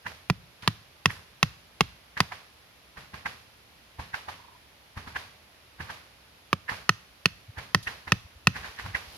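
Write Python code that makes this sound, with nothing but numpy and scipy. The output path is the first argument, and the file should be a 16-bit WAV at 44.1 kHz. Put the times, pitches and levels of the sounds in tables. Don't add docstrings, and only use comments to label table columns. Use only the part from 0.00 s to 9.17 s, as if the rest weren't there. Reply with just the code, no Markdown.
import sys
import numpy as np
from scipy import signal
from scipy.fft import rfft, irfft, next_fast_len
from scipy.io import wavfile

SR = 44100
rng = np.random.default_rng(int(sys.argv[2]) if len(sys.argv) > 2 else 0)


def int16_out(signal):
    q = np.round(np.clip(np.atleast_2d(signal).T, -1, 1) * 32767)
    wavfile.write(sys.argv[1], SR, q.astype(np.int16))


N = 404397
TIME = np.arange(N) / SR

# freq_hz, relative level_db
HUSH_SPECTRUM = [(20, -13.5), (40, -4), (60, 8.5), (150, -0.5), (350, -5), (600, -4), (1400, -7),
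                 (2500, -6.5), (4500, -10.5), (10000, -22), (16000, -24)]
HUSH_DB = -56.5
RISE_FROM_S, RISE_S, RISE_RUSTLE_DB, RISE_RUB_DB = 8.5, 0.71, -49.5, -47.5

# start_s, build_up_s, relative crunch_db, centre_hz, relative footfall_db
STEPS = [(0.067, .013, -33, 1490, -38.5), (0.636, 0.011, -42.5, 1300, -43.5),
         (1.102, 0.011, -34, 1720, -38), (2.175, 0.0077, -27.5, 1660, -43.5),
         (2.321, 0.0082, -33.5, 1290, -46), (2.978, 0.014, -41.5, 1340, -39.5),
         (3.142, 0.01, -36.5, 1230, -41), (3.26, 0.0063, -25, 1450, -38),
         (3.998, 0.013, -36.5, 1060, -35.5), (4.144, 0.01, -28.5, 1610, -46),
         (4.287, 0.0091, -32, 1080, -40.5), (4.976, 0.014, -38.5, 1190, -34.5),
         (5.077, 0.013, -40, 1220, -41), (5.163, 0.011, -28.5, 1550, -38), (5.808, 0.015, -36.5, 1460, -34),
         (5.904, 0.022, -36.5, 1350, -43.5), (6.695, 0.013, -27, 1610, -46.5),
         (6.722, 0.018, -36, 1150, -36), (7.586, 0.019, -36, 1420, -36), (7.875, 0.0073, -23.5, 1700, -39),
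         (8.079, 0.0099, -36, 1400, -40.5), (8.566, 0.031, -37, 1700, -36),
         (8.653, 0.033, -39.5, 1600, -54), (8.797, 0.023, -37, 1840, -49),
         (8.864, 0.027, -42.5, 1250, -34.5), (8.952, 0.0087, -24.5, 1780, -41.5)]
# freq_hz, level_db
HOLLOW_RESONANCES = [(400, -6.5), (850, 9), (1120, 2), (1350, -5.5), (1650, 4.5), (2000, 3.5), (2400, -4),
                     (2700, 1), (3300, -6), (4500, -5.5)]
# freq_hz, relative level_db
LITTER_SPECTRUM = [(150, -11), (330, -7.5), (450, 0), (640, -0.5), (1100, 3.5), (1350, 0.5), (1600, 3),
                   (2400, 0), (4000, -8.5), (9000, -19.5), (16000, -55.5)]
# freq_hz, relative level_db
CRACKLE_SPECTRUM = [(1000, -23), (2500, -1.5), (4500, 1.5), (10000, -14.5), (16000, -16)]
# freq_hz, relative level_db
FOOTFALL_SPECTRUM = [(25, -36.5), (50, -7), (80, 4), (130, -2.5), (210, -7.5), (350, -19.5), (900, -50.5)]
STEP_DB, STEP_S = -34, 0.013
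STIR_PER_DB, STIR_DB_PER_DOUBLING = 0.63, 3

# start_s, seating (0 or 1), pitch_factor, strength_db, brightness_db_per_octave, relative thump_db
STAKE_BLOWS = [(0.2998, 0, 0.933, -4, -2.5, -12), (0.6766, 0, 0.922, 4.5, 0.5, -15.5),
               (1.0576, 0, 1.04, 4.5, 1, -15), (1.4291, 0, 1.04, 6, 2, -15),
               (1.808, 0, 1.06, 5, 0.5, -13.5), (2.204, 0, 0.99, 3.5, 1.5, -16.5),
               (6.5299, 1, 0.9, -3.5, -4, -19.5), (6.8928, 1, 1, 3.5, -0.5, -19),
               (7.2572, 1, 1.016, 3, 1, -18), (7.7471, 1, 1.01, 4, 0.4, -13), (8.1206, 1, 1, 4.5, 0, -13.5),
               (8.471, 1, 1.005, 4.5, 1, -12)]
# pitch_hz, t60_s, first_seating_db, turned_in_hole_db
STAKE_MODES = [(407, 0.014, -18.5, -20.5), (602, 0.03, -56.5, -33), (785, 0.015, -16, -21),
               (1070, 0.014, -16, -19), (1283, 0.015, -18, -12), (1457, 0.023, -22.5, -22),
               (1830, 0.013, -15.5, -11), (2044, 0.025, -23, -44), (2576, 0.011, -12, -9.5),
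               (2890, 0.01, -25, -18.5), (3310, 0.0054, -17, -58), (3680, 0.015, -29, -29),
               (4280, 0.012, -35, -15), (4863, 0.011, -17, -17), (5720, 0.011, -51, -17),
               (5850, 0.009, -19, -12)]
# freq_hz, relative level_db
CRACK_SPECTRUM = [(300, -35), (1000, -7), (3000, 10), (6000, 1), (10000, -11), (16000, -14.5)]
# freq_hz, relative level_db
TAIL_SPECTRUM = [(400, -9.5), (1400, 3), (3000, -1.5), (5500, -2.5), (10000, -19.5), (16000, -17)]
SOIL_HZ, TILT_HZ = 160, 1800
RETURN_S, RETURN_SHARE = 0.00135, 0.19
# freq_hz, left_minus_right_db
STAKE_PORT_BALANCE = [(60, 0), (150, -1), (380, -3), (700, -6), (1300, -3), (2400, -3.5), (4500, -2.5),
                      (13000, 1)]
# freq_hz, left_lead_rad
STAKE_PORT_PHASE = [(200, 0.38), (700, 0.88), (1300, 0.8), (2400, 0.81), (4500, 1.37), (11000, 2.95)]
# freq_hz, relative level_db
THICKET_SPECTRUM = [(60, 17), (170, 6), (350, -15.5), (700, -9), (1500, -4), (2600, -3.5), (3800, -0.5),
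                    (5700, -2.5), (8500, -3), (16000, -8.5)]

# start_s, centre_hz, t60_s, level_db
STEP_BURSTS = [(0.623, 2600, .14, -44), (1.108, 6000, .4, -52.5), (7.828, 4300, 0.2, -45)]

RATTLE_FROM_S, RATTLE_GAP_S, RATTLE_SHRINK = 4.388, 0.051, 0.84
RATTLE_HZ, RATTLE_Q, RATTLE_T60, RATTLE_DB, RATTLE_LOSS_DB = 996, 10, 0.12, -48, 1.2

# centre_s, half_length_s, pitch_hz, level_db
WEIGHT_BUMPS = [(7.496, .01, 103, -40), (8.852, .012, 85, -36), (8.894, .02, 96, -40)]
SHUFFLE_FROM_S, SHUFFLE_GAP_S, SHUFFLE_LENGTH_S, SHUFFLE_HZ, SHUFFLE_DB = 8.23, 0.12, 0.012, 68.5, -47

SCUFF_S, SCUFF_LENGTH_S, SCUFF_DB = 8.76, 0.14, -54

# freq_hz, level_db
MICROPHONE_RESPONSE = [(20, 10.5), (45, -1), (70, 0.5), (5000, 0.5), (6200, -1.5), (7200, -4), (8200, -7.5),
                       (10000, 6), (12500, 5), (16000, -11.5)]
TOP_HZ = 16100


def undb(db):
    return 10 ** (np.asarray(db) / 20)


def unit(x):
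    return x / np.sqrt(np.mean(x ** 2))


def fade(t, t60):
    return (t >= 0) * np.exp(-np.log(1000) * np.abs(t) / t60)


def colour(x, points):
    size = next_fast_len(x.shape[-1] // 2 + 2048) * 2
    hz, db = np.transpose(points)
    bin_hz = np.arange(size // 2 + 1) * SR / size
    gain = undb(np.interp(np.log(bin_hz + 1), np.log(hz), db))
    cepstrum = irfft(np.log(gain))
    cepstrum[1:size // 2] *= 2
    cepstrum[size // 2 + 1:] = 0
    response = np.exp(rfft(cepstrum))
    return irfft(rfft(x, size) * response)[..., :x.shape[-1]]


def resonate(x, hz, q):
    return signal.lfilter(*signal.iirpeak(hz, q, fs=SR), x)


def air(count, grain_db=0., alike_hz=750):
    grains = np.repeat(rng.exponential(size=count // 16 + 1), 16)[:count]
    sizes = undb(grain_db * grains.clip(0, 5))
    mid, side = rng.standard_normal((2, count)) * sizes
    wide = signal.lfilter(*signal.butter(1, alike_hz, "high", fs=SR), side)
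    side = 0.19 * side + 0.85 * wide
    return unit(np.array([mid + side, mid - side]))


def pan(db):
    return undb(np.array([[db], [-db]]) / 2)


def add(out, start, sound):
    i = int(round(start * SR))
    sound = sound[..., max(-i, 0):N - i]
    first = max(i, 0)
    out[:, first:first + sound.shape[-1]] += sound


def ambience(pan_db=-1.5, rise_power=3.8):
    effort = np.clip((TIME - RISE_FROM_S) / RISE_S, 0, 1) ** rise_power
    hush_gain = np.hypot(undb(HUSH_DB), effort * undb(RISE_RUB_DB))
    hush = hush_gain * unit(colour(air(N), HUSH_SPECTRUM))
    rustle = effort * undb(RISE_RUSTLE_DB) * unit(colour(air(N, grain_db=3.5), CRACKLE_SPECTRUM))
    return pan(pan_db) * (hush + rustle)


def crunches(body_q=1.87, body_t60=0.048, body_db=2.5, settle_db=-42, settle_t60=0.47,
             crackle_db=-50.0, crackle_t60=0.61, foot_db=-1, foot_t60=0.041, foot_tail_db=-11,
             foot_tail_t60=0.58, foot_lead_s=0.0055, snap_s=0.0016, pan_db=-3):
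    out, t = np.zeros((2, N)), np.arange(-SR // 20, SR // 2) / SR
    for start, build, crunch_db, hz, thud_db in STEPS:
        load = (t < 0) * np.exp(-2 * np.abs(t) / build) * build / (build + snap_s)
        snaps = colour(air(len(t), grain_db=3.0, alike_hz=1210), HOLLOW_RESONANCES)
        body = unit(resonate(resonate(snaps, hz, body_q), hz, body_q / 2))
        body = body * (load + fade(t, body_t60)) * undb(crunch_db + body_db)
        stir_db = STIR_PER_DB * (crunch_db - STEP_DB) + STIR_DB_PER_DOUBLING * np.log2(build / STEP_S)
        leaves = unit(colour(air(len(t), grain_db=2.0), LITTER_SPECTRUM))
        leaves = leaves * (load + fade(t, settle_t60)) * undb(stir_db + settle_db)
        ticks = unit(colour(air(len(t), grain_db=2.0), CRACKLE_SPECTRUM))
        ticks = ticks * (load + fade(t, crackle_t60)) * undb(stir_db + crackle_db)
        weight = load ** 2 + fade(t, foot_t60) + undb(foot_tail_db) * fade(t, foot_tail_t60)
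        soil = unit(colour(air(len(t), alike_hz=2500), FOOTFALL_SPECTRUM))
        soil = soil * weight * undb(thud_db + foot_db)
        add(out, start + t[0], pan(pan_db) * (body + leaves) + ticks)
        add(out, start + t[0] - foot_lead_s, soil)
    return out


def knock(t, seating, pitch, strength_db, bright_db, ring_db=0.0, crack_db=-19.0, crack_t60=0.023,
          crack_follow=0.4, crack_octaves=0.95, mode_scatter_db=3.0, port_scatter_db=2.0):
    hz, t60, *seated_db = np.transpose(STAKE_MODES)
    db = seated_db[int(round(seating))] + strength_db + bright_db * np.log2(hz / TILT_HZ)
    phase = hz[:, None] / 6000 * rng.standard_normal((len(hz), 1))
    modes = np.cos(2 * np.pi * pitch * hz[:, None] * t + phase) * fade(t, t60[:, None])
    db = db + mode_scatter_db * rng.standard_normal(len(hz))
    db = db + port_scatter_db * rng.standard_normal((2, len(hz)))
    ring = undb(ring_db + db) @ modes
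    returned = np.array([np.interp(t - RETURN_S, t, side, left=0) for side in ring])
    ring = ring - RETURN_SHARE * returned
    contact = np.hanning(7)
    ring = signal.lfilter(contact / contact.sum(), 1, ring)
    crack = unit(colour(air(len(t), alike_hz=5070), CRACK_SPECTRUM)) * fade(t, crack_t60)
    crack_level_db = crack_db + crack_follow * (strength_db + crack_octaves * bright_db)
    return ring + crack * undb(crack_level_db)


def thump(t, t60=0.034, build_s=0.0065, db=12.5, shudder_hz=105, shudder_t60=0.11, shudder_db=-10):
    swing = np.sin(2 * np.pi * SOIL_HZ * t - np.pi / 2 + np.pi / 10)
    swing = undb(db) * swing * fade(t, t60)
    shudder = unit(resonate(rng.standard_normal(len(t)), shudder_hz, 3.6))
    shudder = undb(shudder_db) * shudder * fade(t, shudder_t60)
    shudder = signal.lfilter(*signal.butter(2, 300, fs=SR), shudder)
    return (swing + shudder) * (1 - np.exp(-(t / build_s) ** 3))


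def ports(x):
    log_hz = np.log(np.arange(N + 1) * SR / (2 * N) + 1)
    balance_hz, balance_db = np.transpose(STAKE_PORT_BALANCE)
    phase_hz, phase_rad = np.transpose(STAKE_PORT_PHASE)
    db = np.interp(log_hz, np.log(balance_hz), balance_db)
    phase = np.interp(log_hz, np.log(phase_hz), phase_rad)
    half = undb(db / 2) * np.exp(.5j * phase)
    return irfft(rfft(x, 2 * N) * np.array([half, 1 / half]))[:, :N]


def pounding(tail_db=-53.5, tail_t60=0.58, tail_follow=1.0):
    out, tails, t = np.zeros((2, N)), np.zeros((2, N)), np.arange(SR // 2) / SR
    for start, seating, pitch, strength_db, bright_db, thump_db in STAKE_BLOWS:
        blow = knock(t, seating, pitch, strength_db, bright_db) + undb(thump_db) * thump(t)
        add(out, start, blow)
        tail = unit(colour(air(len(t), grain_db=2.0), TAIL_SPECTRUM)) * fade(t, tail_t60)
        add(tails, start, tail * undb(tail_db + tail_follow * (strength_db + bright_db)))
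    return ports(out) + tails


def thicket(x, db=-26, t60=0.46, ground_db=-14, ground_t60=0.06, delay_s=0.0067):
    t = np.arange(SR // 2) / SR
    scatter = colour(air(len(t), grain_db=1.0), THICKET_SPECTRUM)
    scatter = scatter * unit(fade(t - delay_s, t60)) * undb(db)
    rumble = resonate(air(len(t), alike_hz=3000), 87, 0.81)
    rumble = rumble * unit(fade(t - delay_s, ground_t60)) * undb(ground_db)
    return signal.fftconvolve(x, (scatter + rumble) / np.sqrt(len(t)), axes=1)[:, :N]


def noise_ring(hz, q, t60):
    t = np.arange(SR // 4) / SR
    return unit(resonate(resonate(air(len(t)), hz, q), hz, q / 2)) * fade(t, t60)


def step_bursts(pan_db=-2, q=.92):
    out = np.zeros((2, N))
    for start, hz, t60, db in STEP_BURSTS:
        add(out, start, pan(pan_db) * noise_ring(hz, q, t60) * undb(db))
    return out


def rattle(pan_db=-2, count=5):
    out, start = np.zeros((2, N)), RATTLE_FROM_S
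    for k in range(count):
        tap = noise_ring(RATTLE_HZ, RATTLE_Q, RATTLE_T60) * undb(RATTLE_DB - k * RATTLE_LOSS_DB)
        add(out, start, pan(pan_db) * tap)
        start = start + RATTLE_GAP_S * RATTLE_SHRINK ** k
    return out


def bumps(count=9, jitter_s=0.0132):
    out, t = np.zeros((2, N)), np.arange(-SR // 8, SR // 8) / SR
    starts = SHUFFLE_FROM_S + SHUFFLE_GAP_S * np.arange(count) + jitter_s * rng.standard_normal(count)
    shuffle = [(start, SHUFFLE_LENGTH_S, SHUFFLE_HZ, SHUFFLE_DB) for start in starts]
    for start, length, hz, db in list(WEIGHT_BUMPS) + shuffle:
        swing = np.sqrt(2) * np.sin(2 * np.pi * (hz * t + rng.random()))
        add(out, start + t[0], undb(db) * swing * np.exp(-(t / length) ** 2))
    return out


def scuff(pan_db=-2):
    swell = np.exp(-((TIME - SCUFF_S) / SCUFF_LENGTH_S) ** 4)
    grit = unit(colour(air(N, grain_db=4.5), TAIL_SPECTRUM))
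    return pan(pan_db) * undb(SCUFF_DB) * swell * grit


def scene():
    blows = pounding()
    stake = blows + thicket(blows)
    footwork = crunches() + step_bursts() + scuff() + bumps()
    return stake + footwork + rattle() + ambience()


def record(dry):
    ceiling = .92
    sound = ceiling * np.tanh(colour(dry, MICROPHONE_RESPONSE) / ceiling)
    sound = signal.lfilter(*signal.butter(3, 38, "high", fs=SR), sound)
    return signal.sosfilt(signal.ellip(8, .2, 70, TOP_HZ, fs=SR, output="sos"), sound)


dry = scene()
out = record(dry)
int16_out(out)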